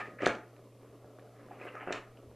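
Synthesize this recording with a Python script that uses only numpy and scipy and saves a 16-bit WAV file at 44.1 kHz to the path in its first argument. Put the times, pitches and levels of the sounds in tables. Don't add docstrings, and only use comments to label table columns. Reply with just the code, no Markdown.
import sys
import numpy as np
from scipy import signal
from scipy.fft import rfft, irfft
from scipy.io import wavfile
from scipy.ndimage import uniform_filter1d, map_coordinates

SR = 44100
rng = np.random.default_rng(int(sys.argv[2]) if len(sys.argv) > 2 else 0)


def dump_mix(stems):
    frames = np.atleast_2d(stems).T
    limited = np.clip(frames, -1, 1)
    pcm = np.round(limited * 32767).astype(np.int16)
    wavfile.write(sys.argv[1], SR, pcm)


N = 103635

# f/Hz, level/dB, t60/s
PLATE_MODES = [(1240, 6, .34), (1410, -15, 0.69), (1455, -8.5, 0.1), (1545, -10, 0.26), (1696, 0, 0.22),
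               (1793, 9, 0.12), (1897, -7.5, 0.55), (2060, -33.5, 0.34), (2485, -7, 0.35),
               (2720, -3.5, 0.26)]


def knocks():
    # t/s, peak level/dB, contact cut-off/Hz, low cut/Hz
    pushes = [(0.083, -37.5, 285, 148), (.122, -43.5, 350, 100), (.139, -42, 350, 100),
              (.2255, -27.5, 1200, 131), (0.2326, -19, 700, 161), (0.2442, -26.5, 1490, 60),
              (0.2664, -9, 2100, 102), (.2785, -48, 1190, 60), (.2815, -33, 1200, 60),
              (0.292, -46, 1500, 60), (.593, -44.5, 590, 295), (0.833, -45.5, 600, 149),
              (.93, -48.5, 380, 119), (1.045, -41.5, 765, 198), (1.057, -58, 600, 200),
              (1.187, -42.5, 1140, 200), (1.486, -44.5, 1040, 496), (1.515, -44, 870, 635),
              (1.613, -37, 900, 400), (1.653, -35, 690, 244), (1.753, -32, 2700, 734),
              (1.8742, -25.5, 1640, 93), (1.8851, -28, 840, 78), (1.9069, -21.5, 1370, 78),
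              (2.234, -51, 660, 290), (2.314, -50, 950, 297)]
    # f/Hz, level/dB
    knock_spectrum = [(30, -11.5), (120, -15.5), (250, -5.5), (400, -2.5), (700, -3), (1000, -16.5),
                      (1550, -6), (2200, -25), (3200, -49.5), (6000, -27), (13000, -61)]
    # f/Hz, level/dB, t60/s
    frame_modes = [(239, 0, 0.19), (377.5, -10.5, 0.18), (463, -10.5, 0.23), (555, -6, 0.069),
                   (712.4, -2, 0.12), (860, 0, 0.23), (1234, 10.5, 0.073), (1413, 7, 0.11),
                   (1661, 11.5, 0.056), (1880, 8, 0.055)]
    out = np.zeros(N)
    for start, db, cut_hz, low_hz in pushes:
        push = highpass(colour(knock_spectrum, cut_hz), low_hz)
        add(out, start, -undb(db) * push / np.abs(push).max())
    return room(resonate(out, ringing(frame_modes), ring_db=-9), wet_db=-4.5)


def clacks(chatter_s=.0016, chatter_db=5.5):
    # t/s, peak level before chatter/dB, contact cut-off/Hz
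    contacts = [(0.2209, -30, 1410), (0.2595, -27.5, 4300), (0.2617, -21.5, 8500), (.273, -24.5, 12000),
                (0.2752, -36, 8000), (0.352, -35.5, 2530), (0.565, -57.5, 3970), (1.195, -57.5, 4100),
                (1.754, -54, 7000), (1.9250, -28, 6230), (1.928, -26, 3300)]
    # f/Hz, level/dB
    clack_spectrum = [(60, -25), (300, 5), (650, -15), (1000, -10), (1900, 3.5), (2700, 3), (3400, -4),
                      (4100, 0), (5000, -12), (6000, -1.5), (7300, -7), (9800, -16.5), (10700, -26),
                      (13000, -27)]
    out = np.zeros(N)
    for start, db, cut_hz in contacts:
        tick = colour(clack_spectrum, cut_hz)
        t = np.arange(len(tick)) / SR
        chatter = energy(rng.standard_normal(len(t)) * np.exp(-t / chatter_s))
        clack = tick + undb(chatter_db) * convolve(tick, chatter)
        add(out, start, undb(db) * clack / np.abs(tick).max())
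    centre = room(resonate(out, ringing(PLATE_MODES), ring_db=-12), wet_db=-6.5)
    treble_width = room(out, wet_db=-14) - out
    return centre + spread(treble_width)


def scuffs(pitch_jitter=.04, jitter_s=.0006):
    # start t/s, loudest t/s, end t/s, level/dB, fabric hiss/dB re stroke,
    # low edge/Hz, top edge/Hz, plate ring/dB re stroke
    strokes = [(-.04, -0.001, 0.035, -39, -15, 663, 2770, 0.5),
               (0.03, 0.056, 0.11, -53.5, -13, 250, 2580, -4),
               (0.181, 0.195, 0.26, -49, -34, 1500, 2620, -13),
               (0.199, 0.264, 0.35, -35.5, -15, 197, 3260, -10.5),
               (0.81, 0.81, 1, -69.5, -27, 250, 2540, -13), (1.296, 1.41, 1.52, -64, -16, 297, 2240, -10),
               (1.5, 1.515, 1.67, -60.5, -31, 394, 2970, -14),
               (1.572, 1.64, 1.69, -50.5, -19, 251, 2640, -26),
               (1.652, 1.68, 1.715, -48, -29, 400, 3100, -12),
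               (1.705, 1.774, 1.81, -49.5, -32, 200, 2550, -21),
               (1.79, 1.809, 1.86, -46, -40, 396, 3070, -25),
               (1.844, 1.899, 1.935, -45, -42, 203, 3020, -27),
               (1.903, 1.946, 2.005, -42.5, -11.5, 200, 3330, -13)]
    # t/s, length/s, level/dB, f/Hz
    catches = [(.001, 0.01, -46.5, 744), (.006, 0.0086, -46, 2313), (0.189, 0.0061, -46.5, 1750),
               (.203, 0.01, -40.5, 546), (0.206, 0.0047, -41, 1840), (1.509, 0.0077, -46.5, 774),
               (1.611, 0.011, -50, 2390), (1.670, 0.011, -51, 1655), (1.687, 0.0049, -48, 2650),
               (1.765, 0.012, -46, 1257), (1.827, 0.0047, -44, 795), (2.172, 0.0018, -59, 2730)]
    # f/Hz, level/dB
    rub_spectrum = [(60, -48.5), (250, -1), (600, 0.5), (950, -3), (1250, -.5), (1700, -1), (2050, -2),
                    (2700, -4), (3200, -11), (3700, -17), (6000, -32)]
    # f/Hz, level/dB
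    fabric_spectrum = [(200, -15), (2500, 6.5), (4200, 2), (5300, -4.5), (7200, -5.5), (9000, -14),
                       (10700, -25), (13000, -37)]
    out, t = np.zeros(N), np.arange(N) / SR
    plate = ringing(PLATE_MODES)
    rub = convolve(grains(per_s=1100, spread_db=1.5), colour(rub_spectrum))
    hiss = unit(convolve(rng.standard_normal(N), colour(fabric_spectrum)))
    for start, loudest, end, db, hiss_db, low_hz, top_hz, ring_db in strokes:
        scrape = unit(lowpass(highpass(rub, low_hz), top_hz, order=10))
        effort = undb(db) * np.interp(t, [start, loudest, end], [0, 1, 0])
        out += resonate(effort * scrape, plate, ring_db) + effort * undb(hiss_db) * hiss
    for start, length, db, hz in catches:
        wobble = unit(uniform_filter1d(rng.standard_normal(SR // 10), int(jitter_s * SR)))
        squeak = np.sin(2 * np.pi * np.cumsum(hz * (1 + pitch_jitter * wobble)) / SR)
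        window = signal.windows.tukey(int(length * SR))
        add(out, start, undb(db) * unit(squeak[:len(window)] * window))
    return room(out, wet_db=-5)


def bearing(speed_drift=.08, swell_db=1.5):
    # f/Hz, level/dB
    rumble_spectrum = [(30, -22), (90, -19), (190, -9), (290, 1.5), (430, 0), (600, 0.5), (830, -16),
                       (1200, -11), (1700, -33), (3000, -29.5), (8000, -41)]
    # t/s, level/dB
    rumble_levels = [(0, -55), (.14, -54.5), (.3, -62), (.5, -59.5), (.6, -58), (.72, -60.5), (.92, -56.5),
                     (.99, -60), (1.07, -56), (1.3, -58), (1.45, -56.5), (1.53, -52), (1.7, -53),
                     (1.87, -53.5), (2.05, -59), (2.16, -56.5), (2.35, -58.5)]
    grind = convolve(grains(per_s=800, spread_db=1.5), colour(rumble_spectrum))
    travel = np.cumsum(1 + speed_drift * wander(seconds=.09))
    rolling = map_coordinates(grind, [travel], mode="mirror")
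    rolling *= undb(swell_db * wander(seconds=.04))
    level_db = np.interp(np.arange(N) / SR, *np.array(rumble_levels).T)
    return undb(level_db) * unit(room(rolling, wet_db=-7))


def bumps(rise_s=.011):
    # t/s, level/dB, f/Hz
    floor_bumps = [(.226, -47, 118), (0.271, -50, 55), (0.295, -51, 125), (0.884, -61, 75),
                   (1.036, -59, 78), (1.877, -60, 85), (1.908, -66, 112), (2.268, -54, 77)]
    out, t = np.zeros(N), np.arange(SR // 5) / SR
    envelope = t / rise_s * np.exp(1 - t / rise_s)
    for start, db, hz in floor_bumps:
        add(out, start, undb(db) * envelope * np.sin(2 * np.pi * hz * t))
    return out


def sway(db=-69):
    rumble = unit(lowpass(rng.standard_normal(N), hz=70, order=3))
    return undb(db) * rumble * np.interp(np.arange(N) / SR, [1.8, 1.88], [0, 1])


def brush(at_s=1.655, width_s=.016, db=-69):
    hiss = unit(highpass(rng.standard_normal(N), hz=4500))
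    return undb(db) * hiss * np.exp(-((np.arange(N) / SR - at_s) / width_s) ** 2)


def room_tone(hum_hz=119.3, hum_db=-59.5, air_db=-65.5, side_db=-76.5):
    # f/Hz, level/dB
    air_spectrum = [(25, -2.5), (60, -5), (150, -1), (500, 1.5), (1000, -27), (2000, -13.5), (4000, -20.5),
                    (8000, -23.5), (13000, -23.5)]
    hum = undb(hum_db) * unit(np.sin(2 * np.pi * hum_hz * np.arange(N) / SR))
    air = undb(air_db) * unit(convolve(rng.standard_normal(N), colour(air_spectrum)))
    return hum + air + undb(side_db) * unit(spread(rng.standard_normal(N)))


def room(x, wet_db, t60_s=.36, treble_t60_s=.28, gap_s=.0017, build_s=.0023):
    t = np.arange(int(SR * .7)) / SR
    noise = rng.standard_normal(len(t))
    low = lowpass(noise, hz=2500)
    tail = low * undb(-60 * t / t60_s) + (noise - low) * undb(-60 * t / treble_t60_s)
    onset = np.clip((t - gap_s) / build_s, 0, 1)
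    return x + undb(wet_db) * convolve(x, energy(tail * onset))


def ringing(modes):
    t = np.arange(SR // 2) / SR
    return sum(undb(db - 60 * t / t60) * np.sin(2 * np.pi * hz * t + rng.uniform(0, 2 * np.pi))
               for hz, db, t60 in modes)


def resonate(x, response, ring_db):
    return x + undb(ring_db) * energy(convolve(x, response)) * np.sqrt(np.sum(x ** 2))


def colour(spectrum, cut_hz=None, size=2048):
    f = np.maximum(np.fft.rfftfreq(size, 1 / SR), 1)
    hz, db = np.array(spectrum).T
    gain = undb(np.interp(np.log(f), np.log(hz), db))
    if cut_hz:
        gain = gain / np.hypot(1, (f / cut_hz) ** 2)
    cepstrum = irfft(np.log(gain))
    cepstrum[1:size // 2] *= 2
    cepstrum[size // 2 + 1:] = 0
    return irfft(np.exp(rfft(cepstrum)))


def grains(per_s, spread_db):
    slips = (rng.random(N) < per_s / SR) * rng.choice([-1, 1], N)
    return slips * undb(spread_db * np.clip(rng.standard_normal(N), -2, 2))


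def wander(seconds):
    size = int(seconds * SR)
    drift = uniform_filter1d(rng.standard_normal(N), size, mode="wrap")
    return unit(uniform_filter1d(drift, size, mode="wrap"))


def spread(x):
    return highpass(x, hz=4600, order=10) * np.array([[1], [-1]])


def lowpass(x, hz, order=2):
    return signal.sosfilt(signal.butter(order, hz, fs=SR, output="sos"), x)


def highpass(x, hz, order=2):
    return signal.sosfilt(signal.butter(order, hz, "high", fs=SR, output="sos"), x)


def undb(db):
    return 10 ** (np.asarray(db) / 20)


def unit(x):
    return x / np.sqrt(np.mean(x ** 2))


def energy(x):
    return x / np.sqrt(np.sum(x ** 2))


def convolve(x, response):
    return signal.fftconvolve(x, response)[:len(x)]


def add(out, start_s, x):
    i = max(int(start_s * SR), 0)
    out[i:i + len(x)] += x[:max(N - i, 0)]


def scene():
    return room_tone() + knocks() + clacks() + scuffs() + bearing() + bumps() + sway() + brush()


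def record(dry):
    top_hz = 13100
    return signal.sosfilt(signal.ellip(10, .2, 70, top_hz, fs=SR, output="sos"), dry)


dry = scene()
out = record(dry)
dump_mix(out)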